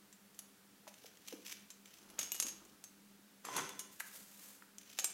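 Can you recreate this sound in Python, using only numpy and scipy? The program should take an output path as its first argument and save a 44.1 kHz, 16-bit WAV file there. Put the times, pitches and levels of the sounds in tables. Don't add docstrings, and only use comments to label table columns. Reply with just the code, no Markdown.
import sys
import numpy as np
from scipy import signal
from scipy.fft import rfft, irfft
from scipy.io import wavfile
from scipy.ndimage import uniform_filter1d

SR = 44100
rng = np.random.default_rng(int(sys.argv[2]) if len(sys.argv) > 2 else 0)


def file_out(sig):
    cols = np.atleast_2d(sig).T
    lim = np.clip(cols, -1, 1)
    pcm = np.round(lim * 32767).astype(np.int16)
    wavfile.write(sys.argv[1], SR, pcm)


N = 226535
TIME_S = np.arange(N) / SR
# freq_hz, weight_db, t60_s
REEL_MODES = [(2900, -11, 0.065), (4870, -17, .16), (6100, -8, 0.081), (6366, -3, 0.15), (6550, -8, 0.13),
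              (6630, -10, 0.13), (7365, -4.5, 0.097), (7630, 2, 0.034), (8125, -21.5, 0.1),
              (9220, 3, 0.071), (10170, 3, 0.042), (11300, -5, .07), (11630, -6, 0.064), (13300, -14, .05)]


def snaps(gain_db=6, tick_db=-3, focus_db=3, size=12000):
    # start_s, relative_db, bright_hz, chatter_t60_s, ring_db
    events = [(0.1276, -38.5, 6250, 0.041, -6), (0.3456, -44.5, 6160, 0.035, -8),
              (0.391, -27, 7400, 0.04, -4.5), (0.8779, -35.5, 3600, 0.022, -21),
              (0.9413, -39.5, 3180, 0.027, -18), (1.065, -45, 6110, 0.035, -14),
              (1.1722, -42.5, 3190, 0.038, -15), (1.276, -34, 5920, 0.035, -12),
              (1.474, -34, 6090, 0.029, -8), (1.704, -31, 5430, 0.059, -7),
              (1.8582, -38.5, 2840, 0.028, -10), (2.1011, -39, 2730, 0.04, -2),
              (2.1909, -14.5, 6530, 0.044, -5.5), (2.2304, -23.5, 6470, 0.038, -1),
              (2.3191, -18.5, 6620, 0.023, -0.5), (2.3454, -27, 13200, 0.035, -8),
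              (2.3504, -26, 13500, 0.038, -8), (2.3634, -29, 6120, 0.035, -6),
              (2.3794, -38, 6120, 0.035, -12), (2.4004, -12, 6650, 0.036, -5),
              (2.4254, -17, 6660, 0.035, 0), (2.4673, -24, 6440, 0.035, 1.5),
              (2.4844, -25, 6410, 0.043, -4), (2.6514, -42, 7180, 0.038, -8),
              (2.8404, -29.5, 6400, 0.038, -6), (3.4516, -29.5, 1900, 0.04, 1),
              (3.5653, -20.5, 6370, 0.038, 1), (3.6925, -28, 1730, 0.025, -6.5),
              (3.7933, -22, 9300, 0.057, -2.5), (4.0004, -27, 1550, 0.03, -0.5),
              (4.7835, -30.5, 6400, 0.027, -10), (4.9886, -16, 3040, 0.021, -4),
              (4.9964, -19, 6510, 0.038, -5), (5.0444, -12.5, 9000, 0.035, -1),
              (5.1033, -38, 7660, 0.035, -8)]
    # freq_hz, gain_db
    spectrum = [(180, -39), (300, -12), (1360, -11), (3030, -7.5), (5160, -12), (6520, -1), (8640, -11.5),
                (14700, -11), (16000, -24)]
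    out, t = np.zeros(N), np.arange(size) / SR
    grid_hz = np.geomspace(200, 16000, 24)
    for start_s, relative_db, bright_hz, t60_s, ring_db in events:
        chatter = unit_energy(rng.standard_normal(size) * amp(-60 * t / t60_s))
        chatter[0] += amp(tick_db)
        rolloff_db = focus_db * np.minimum(np.log2(grid_hz / bright_hz) ** 2, 2)
        shape_db = log_interp(spectrum, grid_hz) - rolloff_db
        snap = unit_energy(colour(chatter, np.c_[grid_hz, shape_db]))
        metal = unit_energy(signal.fftconvolve(snap, ring(REEL_MODES, spread_db=15))[:size])
        add(out, start_s, amp(relative_db + gain_db) * (snap + amp(ring_db) * metal))
    return out


def knocks(gain_db=14, skirt_db=-17, far_db=-42, size=6000):
    # start_s, relative_db, pitch_hz, t60_s
    events = [(0.87, -45.5, 875, 0.045), (0.876, -42, 640, 0.033), (1.045, -44.5, 490, 0.045),
              (1.325, -35, 517, 0.035), (1.335, -35.5, 282, 0.035), (2.186, -41.5, 2440, 0.035),
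              (2.447, -39.5, 248, 0.045), (2.651, -54, 258, 0.035), (3.192, -53, 278, 0.038),
              (3.45, -37.5, 1110, 0.043), (3.469, -41, 1030, 0.035), (3.487, -32, 940, 0.045),
              (3.565, -30, 1040, 0.032), (3.582, -27, 1080, 0.032), (3.596, -31.5, 1000, 0.047),
              (4.005, -32.5, 1680, 0.048), (4.005, -37.5, 1550, 0.049), (4.115, -48.5, 1750, 0.035),
              (4.623, -45, 1280, 0.032), (5.021, -50, 517, 0.04)]
    out, t = np.zeros(N), np.arange(size) / SR
    for start_s, relative_db, hz, t60_s in events:
        blow = unit_energy(rng.standard_normal(size) * amp(-60 * t / t60_s))
        blow[0] += 1
        body = [(hz / 5, far_db), (hz / 2, skirt_db), (hz / 1.04, 0), (hz * 1.05, 0),
                (hz * 2, skirt_db), (hz * 7, far_db), (hz * 14, -65)]
        add(out, start_s, amp(relative_db + gain_db) * unit_energy(colour(blow, body)))
    return out


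def rubbing(gain_db=-4, ring_db=-9):
    # time_s, relative_db
    rubs = [
        [(0.85, -83), (0.882, -43), (0.91, -70), (1.058, -62.5), (1.066, -47.5), (1.1, -78), (1.252, -63),
         (1.274, -50), (1.392, -65), (1.522, -43), (1.542, -58), (1.65, -66)],
        [(1.85, -60.5), (2.18, -66.5), (2.19, -41), (2.312, -60), (2.318, -51), (2.388, -58), (2.404, -45),
         (2.416, -58), (2.43, -46), (2.456, -61), (2.484, -47), (2.528, -66), (2.75, -72.5)],
        [(4.8, -62.5), (4.978, -56), (4.99, -45), (5.036, -63), (5.042, -50), (5.13, -67)],
    ]
    # freq_hz, gain_db
    spectrum = [(290, -51), (500, -18.5), (919, -17), (2770, -3.5), (4470, -7.5), (6420, -2.5),
                (7000, -12.5), (7420, -14), (14500, -13), (16000, -14)]
    slips = friction(slips_per_s=3500, spread_db=3.5, clump_db=5.0) * sum(envelope(rub) for rub in rubs)
    scratch = unit_rms(colour(slips, spectrum))
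    metal = unit_rms(signal.fftconvolve(slips, ring(REEL_MODES, spread_db=3.5))[:N])
    return amp(gain_db) * np.std(slips) * (scratch + amp(ring_db) * metal)


def tug(gain_db=-5, ring_db=-2):
    # time_s, relative_db
    pull = [(3.43, -85), (3.45, -48.5), (3.496, -48.5), (3.526, -47), (3.586, -34.5), (3.618, -45.5),
            (3.786, -59), (3.792, -58.5), (3.92, -70)]
    # freq_hz, gain_db
    spectrum = [(41, -63), (70, -33), (124, -13), (233, -12.5), (385, -8), (834, -20.5), (1020, -8),
                (1100, -17), (1930, -11), (4380, -21), (6160, -16.5), (13600, -28.5), (16000, -48)]
    # freq_hz, weight_db, t60_s
    arm_modes = [(303, -13.5, 0.22), (387.4, -9, 0.18), (926, -11, 0.075), (1023, -1, 0.15),
                 (1138, -11, 0.092), (1290, -13, .13), (1330, -16.5, .15), (1510, -10, 0.12),
                 (2034, -16, .15), (3180, -16, .07), (3480, -9, 0.11), (6280, -6.5, 0.028)]
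    slips = friction(slips_per_s=2500, spread_db=2.5, clump_db=1.0) * envelope(pull)
    judder = unit_rms(colour(slips, spectrum))
    arm = unit_rms(signal.fftconvolve(slips, ring(arm_modes, spread_db=2.0))[:N])
    return amp(gain_db) * np.std(slips) * (judder + amp(ring_db) * arm)


def slide(gain_db=0.5):
    # time_s, relative_db
    stroke = [(3.9, -86), (3.926, -59.5), (3.986, -70), (4.004, -46.5), (4.03, -69), (4.078, -55),
              (4.104, -62.5), (4.156, -54), (4.268, -64), (4.484, -56.5), (4.65, -74.5), (4.66, -65)]
    # freq_hz, gain_db
    spectrum = [(290, -37), (500, -7), (553, -2.5), (708, -8), (974, -7), (5240, -5.5), (6510, -1),
                (10700, -3.5), (13300, -1.5), (16000, -8.5)]
    slips = friction(slips_per_s=14000, spread_db=3.5, clump_db=1.5)
    return amp(gain_db) * envelope(stroke) * unit_rms(colour(slips, spectrum))


def spindle(gain_db=-0.5):
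    # time_s, relative_db
    spin = [(1.95, -77), (2.206, -60), (2.384, -82), (2.46, -57.5), (2.498, -67.5), (2.744, -72),
            (2.78, -83), (2.994, -86), (3.0, -89)]
    # freq_hz, gain_db
    spectrum = [(25, -15), (45, -14), (61, -1.5), (80, -26), (125, -15), (170, -4), (330, -0.5), (600, -11),
                (1300, -8.5), (2500, -32)]
    slips = friction(slips_per_s=900, spread_db=2.5, clump_db=2.0)
    return amp(gain_db) * envelope(spin) * unit_rms(colour(slips, spectrum))


def room(x, build_s=0.0076, size=26000):
    # freq_hz, t60_s
    decay = [(150, 0.88), (600, 0.49), (2500, 0.56), (7000, .4), (15000, 0.28)]
    taps = rng.standard_normal(size) * (rng.random(size) < .15)
    taps *= 1 - np.exp(-np.arange(size) / SR / build_s)
    hz, t, bands = signal.stft(taps, SR, nperseg=256)
    t60_s = log_interp(decay, hz)[:, None]
    tail = signal.istft(bands * amp(-60 * t / t60_s), SR, nperseg=256)[1]
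    return signal.fftconvolve(x, unit_energy(tail))[:N]


def air(level_db=-65.18):
    # freq_hz, gain_db
    spectrum = [(12, -51), (20, -13), (27, -33.5), (168, -13.5), (204, 1.5), (228, -17), (293, -7),
                (357, -17.5), (472, -15.5), (642, -19.5), (923, -19), (1090, -20), (1480, -17.5),
                (2140, -21), (16000, -25.5)]
    return amp(level_db) * unit_rms(colour(rng.standard_normal(N), spectrum, size=16384))


def mains_hum(waver=0.19, wander_rad=0.28):
    # freq_hz, level_db
    tones = [(100, -100), (199.8, -73.5), (268, -85.5), (399.5, -83)]
    out = np.zeros(N)
    for hz, level_db in tones:
        swell = 1 + waver * drift(6)
        phase_rad = 2 * np.pi * hz * TIME_S + wander_rad * drift(6.4)
        out += amp(level_db) * unit_rms(swell * np.sin(phase_rad))
    return out


def friction(slips_per_s, spread_db, clump_db):
    sizes = amp(spread_db * np.minimum(rng.exponential(1, N), 4)) * rng.choice([-1, 1], N)
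    slipping = rng.random(N) < slips_per_s / SR
    return unit_rms(sizes * slipping * amp(clump_db * drift(70)))


def ring(modes, spread_db, size=12000):
    t = np.arange(size) / SR
    weights = amp(spread_db * rng.standard_normal(len(modes))) * rng.choice([-1, 1], len(modes))
    out = np.zeros(size)
    for weight, (hz, db, t60_s) in zip(weights, modes):
        mode = amp(-60 * t / t60_s) * np.sin(2 * np.pi * hz * t)
        out += weight * amp(db) * unit_energy(mode)
    return unit_energy(out)


def drift(cutoff_hz):
    passband = np.fft.rfftfreq(N, 1 / SR) < cutoff_hz
    return unit_rms(irfft(rfft(rng.standard_normal(N)) * passband, N))


def colour(x, spectrum, size=4096):
    hz = abs(np.fft.fftfreq(size, 1 / SR))
    log_gain = np.log(amp(log_interp(spectrum, hz)))
    taps = np.fft.ifft(np.exp(np.conj(signal.hilbert(log_gain)))).real
    return signal.fftconvolve(x, taps[:size // 2])[:len(x)]


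def envelope(rows):
    time_s, db = np.transpose(rows)
    return uniform_filter1d(amp(np.interp(TIME_S, time_s, db, left=-140, right=-140)), size=200)


def log_interp(rows, hz):
    freq_hz, value = np.transpose(rows)
    return np.interp(np.log(hz + 1), np.log(freq_hz + 1), value)


def add(mix, start_s, sound):
    part = mix[round(start_s * SR):][:len(sound)]
    part += sound[:len(part)]


def amp(db):
    return 10 ** (np.asarray(db) / 20)


def unit_rms(x):
    return x / np.sqrt(np.mean(x ** 2) + 1e-20)


def unit_energy(x):
    return x / np.sqrt(np.sum(x ** 2) + 1e-20)


def scene(impact_send_db=-9, friction_send_db=-8):
    impacts = snaps() + knocks()
    rubs = rubbing() + tug() + slide() + spindle()
    reflections = room(amp(impact_send_db) * impacts + amp(friction_send_db) * rubs)
    return (impacts + rubs + reflections + air() + mains_hum())[None]


def record(dry, cutoff_hz=16000):
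    lowpass = signal.firwin(255, cutoff_hz, window=("kaiser", 7), fs=SR)
    return signal.oaconvolve(dry, lowpass[None], "same")


dry = scene()
out = record(dry)
file_out(out)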